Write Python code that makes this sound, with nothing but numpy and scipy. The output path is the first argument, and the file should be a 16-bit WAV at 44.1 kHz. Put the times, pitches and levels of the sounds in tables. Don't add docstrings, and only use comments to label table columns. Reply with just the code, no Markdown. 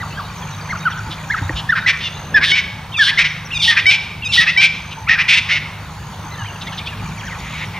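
import sys
import numpy as np
from scipy import signal
from scipy.fft import rfft, irfft, next_fast_len
from scipy.io import wavfile
from scipy.ndimage import uniform_filter1d

SR = 44100
rng = np.random.default_rng(int(sys.argv[2]) if len(sys.argv) > 2 else 0)


def dump(signal):
    limited = np.clip(np.atleast_2d(signal).T, -1, 1)
    pcm = np.round(limited * 32767).astype(np.int16)
    wavfile.write(sys.argv[1], SR, pcm)


def volts_from_db(level):
    exponent = np.asarray(level, float) / 20
    return 10 ** exponent


N = 343539


def evened(x):
    return x / np.sqrt(np.mean(x ** 2) + 1e-20)


def read(points, hz):
    f, value = np.transpose(points)
    return np.interp(np.log(hz + 1), np.log(f + 1), value)


def add(mix, s, sound):
    part = mix[round(s * SR):][:len(sound)]
    part += sound[:len(part)]


def wander(count, hz):
    size = max(int(SR / hz), 2)
    noise = rng.standard_normal(count + 4 * size)
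    smooth = uniform_filter1d(uniform_filter1d(noise, size), size)
    return evened(smooth[2 * size:][:count])


def resonate(x, hz, width):
    turn = np.exp(2j * np.pi * np.cumsum(hz * np.ones(len(x))) / SR)
    r = np.exp(-np.pi * width / SR)
    return 2 * (turn * signal.lfilter([1 - r], [1, -r], x / turn)).real


def swell(count, rise, fall):
    u = np.linspace(0, 1, count)
    return np.sin(np.pi / 2 * np.clip(np.minimum(u / rise, (1 - u) / fall), 0, 1)) ** 2


def shaped(rows, shape):
    return [(s, length, shape[0] * hz, hz, shape[1] * hz, db) for s, length, hz, db in rows]


def slid(rows):
    return [(s, length, hz0, (hz0 + hz1) / 2, hz1, db) for s, length, hz0, hz1, db in rows]


def note(row, strength, count, rise=.25, fall=.4, scoop=0., flutter_db=1.5, fade_db=0., flutter_hz=148.7):
    s, length, start, middle, end, db = row
    u = np.linspace(0, 1, int(length * SR))
    hz = start * (1 - u) * (1 - 2 * u) + 4 * middle * u * (1 - u) + end * u * (2 * u - 1)
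    hz = hz * (1 - scoop * np.exp(-u / 0.0639))
    hz = hz * (1 + 0.0321 * u ** 3 * wander(len(u), 440))
    turns = np.cumsum(hz) / SR
    tone = 0
    for k in range(1, count + 1):
        partial_db = strength(k, k * hz) + fade_db * (k > 1) * u
        tone = tone + volts_from_db(partial_db) * np.sin(2 * np.pi * k * turns)
    level_db = db + flutter_db * wander(len(u), flutter_hz)
    return s, volts_from_db(level_db) * tone * swell(len(u), rise, fall)


def far_note(row):
    return note(row, lambda k, hz: 0, count=1, rise=0.13, fall=0.24, flutter_db=2.8, flutter_hz=240)


# (frequency [Hz], density [dB per Hz])
AIR_COLOUR = [(20, -22), (45, -8), (100, -3), (160, -5.5), (310, -22.5), (680, -20), (900, -12),
              (1500, -18.5), (2600, -24.5), (4600, -28), (5000, -36.5), (5600, -31.5), (7500, -40),
              (15500, -42)]
# (frequency [Hz], correlation [0..1])
LEFT_RIGHT_LIKENESS = [(60, .992), (200, .99), (550, .96), (1650, .93), (4970, .62), (8000, .45),
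                       (15000, .45)]


def air():
    frames, hz = N // 256 + 5, np.fft.rfftfreq(1024, 1 / SR)
    a, b, c, d, patches = rng.standard_normal((frames, 513, 5)).T
    patches = evened(uniform_filter1d(uniform_filter1d(patches, 9, 0), 8, 1))
    same = np.clip(read(LEFT_RIGHT_LIKENESS, hz), -1, 1)[:, None]
    left = a + 1j * b
    right = same * left + np.sqrt(1 - same ** 2) * (c + 1j * d)
    spectra = np.array([left, right]) * volts_from_db(read(AIR_COLOUR, hz)[:, None] + 2.09 * patches)
    return volts_from_db(-33) * evened(signal.istft(spectra, nperseg=1024, noverlap=768)[1][:, :N])


# (order [multiple of firing rate], level [dB])
ENGINE_ORDERS = [(2, -51.5), (3, -44), (4, -37), (6, -36.5), (7, -42), (8, -62.5)]


def engine():
    firing_hz = 25.693
    turns = np.cumsum(firing_hz * (1 + 0.011863 * wander(N, 3.009))) / SR
    hum = np.zeros(N)
    for k, db in ENGINE_ORDERS:
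        hum += volts_from_db(db - 0.5 + 2.46 * wander(N, 9.43)) * np.sin(2 * np.pi * (k * turns + rng.random()))
    return hum


def trill(s0, s1, hz, fall, rate, db):
    t = np.arange(int((s1 - s0) * SR)) / SR
    beat = (rate * t + .08 * wander(len(t), 30)) % 1
    turns = np.cumsum(hz + fall * (.5 - beat) + 60 * wander(len(t), 20)) / SR
    pulse = np.sin(np.pi * beat) ** 2.23 * volts_from_db(db + 1.97 * wander(len(t), 40))
    return s0, pulse * np.sin(2 * np.pi * turns) * signal.windows.tukey(len(t), .3)


# (pitch [Hz], fall in each note [Hz], rate [notes/s])
SINGERS = [(6650, 1300, 67), (6300, 800, 54), (4570, 900, 41)]
# (start [s], end [s], level [dB])
FAST_TRILLS = [
    (0, .15, -45),
    (.2, .6, -48),
    (.88, 1.7, -45),
    (5.78, 6.2, -46),
    (6.95, 7.72, -45),
]
# (start [s], end [s], level [dB])
EVEN_TRILLS = [
    (.3, .88, -42),
    (1.93, 2.36, -42),
    (2.68, 2.95, -52),
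    (4.72, 5.08, -43),
    (6.13, 6.85, -43),
]
# (start [s], end [s], level [dB])
LOW_TRILLS = [
    (0, .25, -45),
    (.55, 1.2, -48),
    (6.05, 6.95, -52),
    (7.15, 7.5, -50),
]


def trills(out):
    for rows, singer in zip((FAST_TRILLS, EVEN_TRILLS, LOW_TRILLS), SINGERS):
        for s0, s1, db in rows:
            add(out, *trill(s0, s1, *singer, db))


# (time [s], pitch [Hz], level [dB])
TUMBLING_WHISTLES = [
    [(0.0, 1852, -34), (0.008, 1996, -31), (0.016, 1992, -29), (0.022, 1839, -34), (0.034, 1253, -28),
     (0.04, 1137, -29), (0.046, 1124, -36)],
    [(0.168, 1555, -41), (0.172, 1533, -33), (0.182, 1660, -31), (0.188, 1625, -30), (0.198, 1212, -28),
     (0.21, 1081, -30), (0.216, 1039, -38)],
    [(0.686, 1479, -37), (0.69, 1526, -34), (0.702, 2163, -31), (0.712, 2161, -24), (0.72, 1921, -31),
     (0.732, 1311, -24), (0.742, 1067, -28), (0.75, 952, -48)],
    [(1.297, 1519, -36), (1.303, 1625, -19), (1.309, 1708, -16), (1.319, 2180, -27), (1.325, 2144, -22),
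     (1.335, 1902, -28), (1.347, 1342, -17), (1.362, 1147, -33)],
    [(1.688, 1739, -29), (1.696, 1748, -13), (1.704, 1765, -11), (1.71, 1991, -19), (1.714, 2025, -34),
     (1.726, 1506, -11), (1.74, 1321, -19), (1.748, 1381, -31)],
]


def tumbles(out):
    for curve in TUMBLING_WHISTLES:
        s, hz, db = np.transpose(curve)
        t = np.arange(s[0], s[-1], 1 / SR)
        pitch = uniform_filter1d(np.interp(t, s, hz), size=130) * (1 + .012 * wander(len(t), 400))
        turns = np.cumsum(pitch) / SR
        tone = 0
        for k, partial_db in enumerate((3, -15, -22)):
            lift_db = 8.0 * k * np.log2(pitch / 2100)
            tone = tone + volts_from_db(partial_db + lift_db) * np.sin(2 * np.pi * (k + 1) * turns)
        add(out, s[0], volts_from_db(np.interp(t, s, db) + 0.3) * tone * swell(len(t), .08, .1))


# (time [s], length [s], start pitch [Hz], end pitch [Hz], level [dB])
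FAR_SLIDES = [(.115, 0.08, 2750, 3450, -42), (.105, .03, 2650, 2600, -40), (.2, .08, 2950, 2850, -48),
              (.465, .06, 2650, 2950, -46), (.755, .035, 2650, 2850, -45), (.012, .018, 4050, 3600, -41),
              (.42, 0.022, 3550, 3000, -39), (.026, .025, 2900, 2600, -42), (.225, .02, 1250, 1150, -36),
              (.05, .022, 1450, 1200, -38), (.605, .035, 1709, 1650, -41), (.61, 0.019, 4920, 4140, -41),
              (.873, .024, 3450, 2900, -39), (.873, .022, 2100, 1700, -34), (.908, .02, 3050, 2550, -37),
              (.912, 0.03, 3850, 2700, -36), (6.44, .035, 1650, 2750, -35.5),
              (6.455, .018, 3100, 3100, -36), (6.618, .018, 2900, 2500, -35),
              (6.745, .022, 2850, 2400, -38), (6.553, .02, 2950, 2500, -36), (6.62, .018, 2700, 4100, -34),
              (6.686, 0.018, 2830, 2480, -35.5), (6.915, 0.033, 1812, 1580, -39.5),
              (7.17, 0.034, 2735, 1700, -39), (7.195, .014, 3200, 3300, -37),
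              (7.208, .016, 3200, 1500, -36), (7.232, .018, 1800, 1450, -35),
              (7.245, 0.02, 1700, 2000, -36), (7.262, 0.036, 2033, 1294, -32.5),
              (7.272, 0.033, 3500, 2300, -37.5), (7.305, .042, 2193, 1730, -31.5)]
# (time [s], length [s], start pitch [Hz], end pitch [Hz], level [dB])
GRACE_NOTES = [(2.92, .024, 3050, 3350, -31), (2.94, .036, 2820, 2380, -21),
               (2.93, 0.028, 3800, 3200, -29.5), (2.33, .014, 1900, 3100, -37),
               (5.066, .03, 1950, 3050, -25), (5.074, .024, 1200, 1700, -20), (5.15, .035, 1450, 1750, -24),
               (4.362, .012, 1200, 1600, -24), (2.98, .012, 1150, 1500, -25),
               (3.505, .014, 2450, 2850, -27), (3.516, .03, 2880, 2620, -19), (4.22, .03, 2820, 2600, -21),
               (3.511, 0.0239, 3630, 2700, -32.5), (4.231, 0.024, 3445, 2700, -29),
               (5.1, 0.0416, 2419, 2530, -16)]
# (time [s], length [s], pitch [Hz], level [dB])
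ARCHED = [(.243, .032, 3820, -42), (.52, .037, 3830, -39.5), (.793, .065, 3782, -40),
          (1.42, 0.057, 3740, -42.5), (1.8, 0.037, 3780, -37.5), (2.16, 0.0316, 3977, -43.5),
          (6.438, 0.016, 3200, -40), (1.035, 0.063, 890, -35.5), (2.75, 0.0737, 869.6, -39.5),
          (3.65, 0.0584, 881.6, -32.5), (4.965, 0.075, 897.7, -33), (6.25, 0.0325, 852, -40)]
# (time [s], length [s], pitch [Hz], level [dB])
DIPPING = [
    (6.375, .07, 1670, -33.5),
    (4.18, 0.053, 2116, -42),
    (6.375, 0.084, 2880, -37.5),
    (6.475, 0.0412, 2786, -36),
    (6.915, 0.029, 2430, -37),
]
# (time [s], length [s], pitch [Hz], level [dB])
DROPPING = [
    (6.308, .06, 4080, -41),
    (6.308, .062, 2040, -38),
]
ARCH_BEND = (.975, 0.96)
DIP_BEND = (1.13, 1.01)
DROP_BEND = (.9, .72)


def far_whistles(out):
    rows = shaped(ARCHED, ARCH_BEND) + shaped(DIPPING, DIP_BEND) + shaped(DROPPING, DROP_BEND)
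    for row in rows + slid(FAR_SLIDES + GRACE_NOTES):
        add(out, *far_note(row))


# (frequency [Hz], t60 [s])
TREE_DECAY = [(500, 0.885), (2300, 0.807), (5000, 0.816), (12000, 0.487)]


def treeline(x):
    taps = np.zeros((2, SR))
    at = np.arange(500, SR - 20, 20) + rng.integers(0, 20, (2, (SR - 501) // 20))
    np.put_along_axis(taps, at, rng.choice([-1., 1.], at.shape), 1)
    taps[1] = 1.65 * taps[0] + .5 * taps[1]
    hz, t, z = signal.stft(taps, SR, nperseg=256)
    tail = signal.istft(z * volts_from_db(-60 * t / read(TREE_DECAY, hz)[:, None]), SR, nperseg=256)[1]
    tail /= np.linalg.norm(tail, axis=1)[:, None]
    tail[:, round(.122 * SR)] += .3
    return signal.fftconvolve(x[None], tail, axes=1)[:, :N]


# (frequency [Hz], level [dB])
CALL_COLOUR = [(5900, 0), (6600, -5.5), (7100, -10), (9500, -3.5), (13000, -4)]


def coloured(x):
    size = next_fast_len(N)
    gain = volts_from_db(read(CALL_COLOUR, np.fft.rfftfreq(size, 1 / SR)))
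    return irfft(rfft(x, size) * gain, size)[:N]


# (first [s], last [s], level [dB])
PIP_RUNS = [
    (.3, .31, -37),
    (.365, .67, -35.5),
    (.772, 1.25, -34),
    (1.531, 1.54, -36),
    (6.999, 7.36, -33.5),
]


def pips(out):
    for s0, s1, db in PIP_RUNS:
        for s in np.arange(s0, s1, .0586):
            add(out, *far_note((s - .003, .013, 2520, 2370, 2200, db - 3)))


# (time [s], level [dB])
CHIRP_PAIRS = [
    (.305, -47),
    (.502, -48.5),
    (.7, -42.5),
    (.9, -44),
    (1.28, -46.5),
    (7.18, -44),
    (7.38, -47),
    (7.58, -45.5),
]
# (time [s], level [dB])
SINGLE_CHIRPS = [
    (1.51, -49),
    (3.284, -35.5),
    (3.449, -34.5),
    (7.075, -45.5),
]


def chirps(out):
    for s, db in CHIRP_PAIRS + [(s + .071, db) for s, db in CHIRP_PAIRS] + SINGLE_CHIRPS:
        add(out, *far_note((s, .03, 6050, 5750, 5250, db)))


# (time [s],
# length [s], start pitch [Hz], end pitch [Hz], level [dB])
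FALLING_WHISTLES = [(.747, 0.0253, 1618, 1140, -26.5), (.85, .045, 1660, 1139, -13),
                    (.972, 0.0351, 1640, 1380, -29.5), (1.75, .022, 1620, 1700, -20),
                    (2.339, 0.06015, 1848, 1506, -3.5), (2.465, 0.048, 1860, 1630, -20),
                    (2.986, .062, 1911, 1440, -5.5), (3.108, .046, 1860, 1620, -24),
                    (3.673, .053, 1950, 1770, -7.5), (4.372, .045, 2010, 1780, -3.5),
                    (5.091, 0.0532, 1894, 1840, -7)]
# (time [s], length [s], pitch [Hz], level [dB])
UPWARD_FLICKS = [
    (5.093, .012, 1850, -10),
    (4.562, .016, 2016, -12),
    (2.511, .013, 1950, -14),
    (1.362, 0.0267, 1926, -26.5),
    (1.846, 0.0164, 1600, -25.5),
    (1.86, .019, 2020, -9.5),
    (3.173, .016, 2075, -8),
    (3.856, 0.00835, 2062, -8.5),
]
FLICK_BEND = .97, 1.005


def near_whistles(out):
    for row in slid(FALLING_WHISTLES) + shaped(UPWARD_FLICKS, FLICK_BEND):
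        partials_db = [0, -16, -21 + row[-1] + 5]
        add(out, *note(row, lambda k, hz: partials_db[k - 1], count=3, rise=0.22, fall=0.404,
                       scoop=0.28, flutter_db=1, fade_db=-14))


SQUAWK_OVERTONES = (-34, -15, 2, -6.5, -11.5, -16, -17.5, -19, -20, -27, -32, -36, -33, -36)
# (frequency [Hz], width [Hz], level [dB])
BEAK_RESONANCES = [(3750, 420, -3), (5300, 450, -7)]


def squawk(s, length, hz, db, sag, change_db, shake, fourth_db, rise):
    u = np.linspace(0, 1, int(1.18 * length * SR))
    count = len(u)
    beat = 2 * np.pi * (np.cumsum(200 * (1 + 0.2 * wander(count, 99.61))) / SR + rng.random())
    throat = hz * (1 + sag * (.5 - u))
    depth = shake * (1 + .3 * wander(count, 30))
    membrane = np.sin(beat) + 0.33 * wander(count, 602) + .3 * wander(count, 50)
    turns = np.cumsum(throat / 3 * (1 + depth * membrane)) / SR
    dull_db = 0.09 * min(db + 12.5, 0)
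    voice = np.zeros(count)
    for k, part_db in enumerate(SQUAWK_OVERTONES):
        partial_db = part_db + dull_db * abs(k - 2) + fourth_db * (k == 3)
        voice += volts_from_db(partial_db) * np.sin(2 * np.pi * ((k + 1) * turns + rng.random()))
    voice = voice + sum(volts_from_db(lift_db) * resonate(voice, f, width) for f, width, lift_db in BEAK_RESONANCES)
    breath = resonate(rng.standard_normal(count), 1.1 * throat, 0.486 * hz)
    breath = resonate(breath, 1.1 * throat, 0.51 * hz)
    level_db = db + change_db * (2 * u - 1) + 1.21 * wander(count, 58.8) - 2.3 * np.cos(beat)
    sound = evened(voice) + 0.3 * evened(breath)
    return s - .007, volts_from_db(level_db) * sound * swell(count, rise / length, 0.027 / length)


# (time [s], length [s], throat [Hz], level [dB])
FADING_SQUAWKS = [(.894, 0.042, 1403, -31), (1.375, 0.0352, 1587, -24), (1.87, 0.0572, 2073, -12.5),
                  (2.548, 0.0693, 2212, -14), (3.18, 0.0622, 2120, -12), (3.24, 0.0495, 2160, -15.5),
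                  (3.899, 0.0716, 2410, -11.5), (4.607, 0.0745, 2390, -9.5), (4.91, 0.043, 2690, -29.5),
                  (5.282, 0.1151, 2300, -11), (5.487, 0.1004, 2200, -16)]
# (time [s], length [s], throat [Hz], level [dB])
PARTNER_CALLS = [
    (1.103, 0.0526, 3250, -33.5),
    (1.555, 0.0637, 3150, -29),
    (2.0, 0.095, 2961, -28),
    (2.43, 0.099, 3250, -17),
    (3.0, .11, 3280, -16.5),
    (3.614, 0.1138, 3280, -15),
    (4.319, 0.1129, 3300, -14.5),
]
# (time [s], length [s], throat [Hz], level [dB])
SAGGING_SQUAWKS = [
    (1.754, 0.0559, 1650, -17.5),
    (1.93, 0.0383, 1800, -22.5),
    (3.7, 0.0525, 1800, -13),
    (4.401, 0.0586, 1910, -12),
]
# (time [s], length [s], throat [Hz], level [dB])
CACKLE_CALLS = [
    (5.086, .08, 1890, -14.5),
    (2.359, 0.045, 1850, -15),
]
# (time [s], length [s], throat [Hz], level [dB])
RISING_SQUAWKS = [
    (2.406, .058, 1750, -11.5),
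    (3.061, .056, 1750, -16),
    (3.754, .06, 1850, -13),
    (4.456, .062, 1900, -12),
    (5.172, 0.0609, 1850, -13),
]
# (time [s], length [s], throat [Hz], level [dB])
CHATTER_CALLS = [
    (6.611, 0.0325, 3440, -28.5),
    (6.667, 0.0312, 3450, -30.5),
    (6.719, 0.0405, 2990, -32.5),
    (6.775, 0.043, 3240, -30.5),
    (6.858, 0.0412, 3330, -31),
]
# (time [s], length [s], throat [Hz], level [dB])
DISTANT_RASPS = [
    (7.379, .25, 2236, -36.5),
    (7.72, 0.0784, 2194, -35.5),
    (7.37, .26, 3400, -45),
    (7.3, .04, 1950, -37),
]
# (throat sag [share], level change [dB], pitch shake [share], fourth overtone [dB], rise [s])
FADE_MOTION = (0.03, -3.1, .115, 1.5, .019)
RASP_MOTION = (0.09, -0.43, .125, 1.5, .022)
SAG_MOTION = (.1, -1.2, .105, 2, .02)
CACKLE_MOTION = (.06, -2.5, .055, 5, .016)
RISE_MOTION = (-.36, 4.0, .08, 6, .028)
CHATTER_MOTION = (.09, -1.6, .12, 0.5, .018)
FAR_RASP_MOTION = (0.0344, 6.8, .125, 1.5, .03)


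def squawks(out):
    kinds = [(RISING_SQUAWKS, RISE_MOTION), (CACKLE_CALLS, CACKLE_MOTION), (SAGGING_SQUAWKS, SAG_MOTION),
             (FADING_SQUAWKS, FADE_MOTION), (PARTNER_CALLS, RASP_MOTION), (CHATTER_CALLS, CHATTER_MOTION),
             (DISTANT_RASPS, FAR_RASP_MOTION)]
    for rows, motion in kinds:
        for row in rows:
            add(out, *squawk(*row, *motion))


# (time [s], level [dB], ring [Hz], t60 [s])
BODY_KNOCKS = [(1.09, -30.5, 321, .1), (1.413, -11, 101.8, 0.12), (1.425, -24.5, 899.6, 0.051),
               (1.445, -13.5, 95.7, 0.128), (1.494, -12.5, 1877, 0.0272), (1.496, -18, 309, 0.0585),
               (1.497, -25, 521, 0.051), (1.5, -14, 118.8, 0.073), (1.506, -19, 896, 0.0287),
               (1.525, -12.5, 60, 0.138), (1.414, -23, 280, .06), (2.18, -27, 65, .15), (2.33, -24, 60, .2),
               (6.24, -33, 310, .1), (6.192, -33, 1100, .02), (3.54, -22.5, 70.3, 0.178),
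               (6.422, -19.5, 106.4, 0.19)]


def bumps():
    out, t = np.zeros(N), np.arange(SR // 5) / SR
    for s, db, hz, t60 in BODY_KNOCKS:
        onset = np.minimum(t * hz, 1)
        add(out, s, volts_from_db(db - 60 * t / t60) * np.sin(2 * np.pi * hz * t) * onset)
    return out


# (time [s], length [s], pitch [Hz], level [dB])
GENTLE_NOTES = [
    (2.024, .062, 712, -23),
    (3.52, 0.03, 1383, -22),
    (3.537, 0.0465, 1235, -15.5),
    (4.242, 0.0402, 1252, -14),
    (4.278, 0.052, 1356, -21),
    (3.574, .036, 1390, -25),
]
# (time [s], length [s], pitch [Hz], level [dB])
STEEP_NOTES = [
    (2.492, .035, 1080, -12),
    (2.963, 0.044, 1160, -15),
    (3.588, 0.04, 1190, -14),
    (4.316, 0.03, 1130, -12),
]
GENTLE_BEND = (1.02, 0.965)
STEEP_BEND = (1.07, 0.89)
# (frequency [Hz], overtone level [dB])
PARTNER_OVERTONES = [(1200, -36), (2500, -5), (2900, 0.5), (3600, -3), (4200, -21.5), (5000, -17),
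                     (6250, -17.5), (7500, -21.5), (12000, -44.5)]


def partner_notes(out):
    for row in shaped(STEEP_NOTES, STEEP_BEND) + shaped(GENTLE_NOTES, GENTLE_BEND):
        add(out, *note(row, lambda k, hz: read(PARTNER_OVERTONES, hz), count=9, rise=0.35, fall=0.16))


# (time [s], level [dB])
HAND_RUB = [
    (2.1, -47),
    (2.28, -46.5),
    (2.371, -29.5),
    (2.45, -35.5),
    (2.56, -45.5),
]


def rub():
    s, db = np.transpose(HAND_RUB)
    t, out = np.arange(s[0], s[-1], 1 / SR), np.zeros(N)
    noise = resonate(resonate(rng.standard_normal(len(t)), 80, 900), 80, 900)
    level_db = np.interp(t, s, db) + 3.5 * wander(len(t), 34)
    add(out, s[0], volts_from_db(level_db) * evened(noise))
    return out


# (time [s], length [s], start pitch [Hz], end pitch [Hz], level [dB])
CLEAR_STRANDS = [
    (2.424, .03, 2050, 2300, -15),
    (3.078, .03, 1850, 2150, -18),
    (3.768, .034, 2520, 2200, -13),
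    (4.47, .04, 2520, 2620, -13),
    (5.186, .038, 2250, 2620, -13),
    (5.284, .022, 2700, 2800, -15),
    (5.555, .03, 2550, 2700, -19),
]


def clear_strands(out):
    for row in slid(CLEAR_STRANDS):
        add(out, *note(row, lambda k, hz: 0, count=1, rise=.25, fall=.3, flutter_db=3, flutter_hz=260))


# (time [s], length [s], pitch [Hz], level [dB])
BUZZY_NOTES = [
    (2.515, 0.04, 746, -8),
    (3.862, 0.0563, 766.1, -5.5),
    (4.572, 0.0479, 775.6, -6.5),
    (3.182, .022, 745, -13),
]
BUZZ_BEND = 0.98, 1.008
# (frequency [Hz], overtone level [dB])
NEAR_OVERTONES = [(700, -29.5), (1530, -19), (2300, 1.5), (3060, -10), (3830, -12), (4600, -21),
                  (5360, -16), (6900, -43), (12000, -52)]


def buzzes(out):
    for row in shaped(BUZZY_NOTES, BUZZ_BEND):
        add(out, *note(row, lambda k, hz: read(NEAR_OVERTONES, hz), count=14, rise=0.11, fall=0.313))


# (time [s], length [s], pitch [Hz], level [dB])
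HOOKED = [
    (6.665, 0.031, 2153, -31.5),
    (6.72, .035, 1783, -34),
    (6.785, 0.0398, 2403, -32.5),
    (6.865, 0.042, 2750, -30),
]
HOOK_BEND = (0.74, 0.968)


def hooks(out):
    for row in shaped(HOOKED, HOOK_BEND):
        add(out, *note(row, lambda k, hz: 0, count=1, rise=0.3, fall=0.3, flutter_db=4, flutter_hz=300))


def scene():
    far, duet = np.zeros(N), np.zeros(N)
    for voice in (trills, far_whistles, pips, chirps, hooks):
        voice(far)
    for voice in (tumbles, near_whistles, squawks, partner_notes, clear_strands, buzzes):
        voice(duet)
    near = coloured(duet)
    echoes = treeline(volts_from_db(-12.5) * near + volts_from_db(-9.5) * far)
    return near + far + echoes + air() + engine() + bumps() + rub()


def low_pass(x):
    return signal.sosfilt(signal.butter(12, 15680, fs=SR, output="sos"), x)


def record(dry):
    ports = np.array([dry[0], np.roll(dry[1], 1)])
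    ports = signal.sosfilt(signal.butter(3, 42, "high", fs=SR, output="sos"), ports)
    power_db = 10 * np.log10(abs(uniform_filter1d((ports ** 2).mean(0), 900)) + 1e-12)
    fall = np.arange(N) * 5.12 / SR
    held_db = np.maximum.accumulate(power_db + fall) - fall
    over_db = np.maximum(held_db + 17.0, 0)
    ducked = ports * volts_from_db(3 - 0.3406 * uniform_filter1d(over_db, 2000))
    limited = ducked / np.sqrt(np.sqrt(1 + .5 * (ducked * ducked) ** 2))
    lowpass = signal.firwin(511, 15750, window=("kaiser", 9), fs=SR)
    mix = signal.oaconvolve(limited, lowpass[None], "same")
    return low_pass(mix)


dry = scene()
out = record(dry)
dump(out)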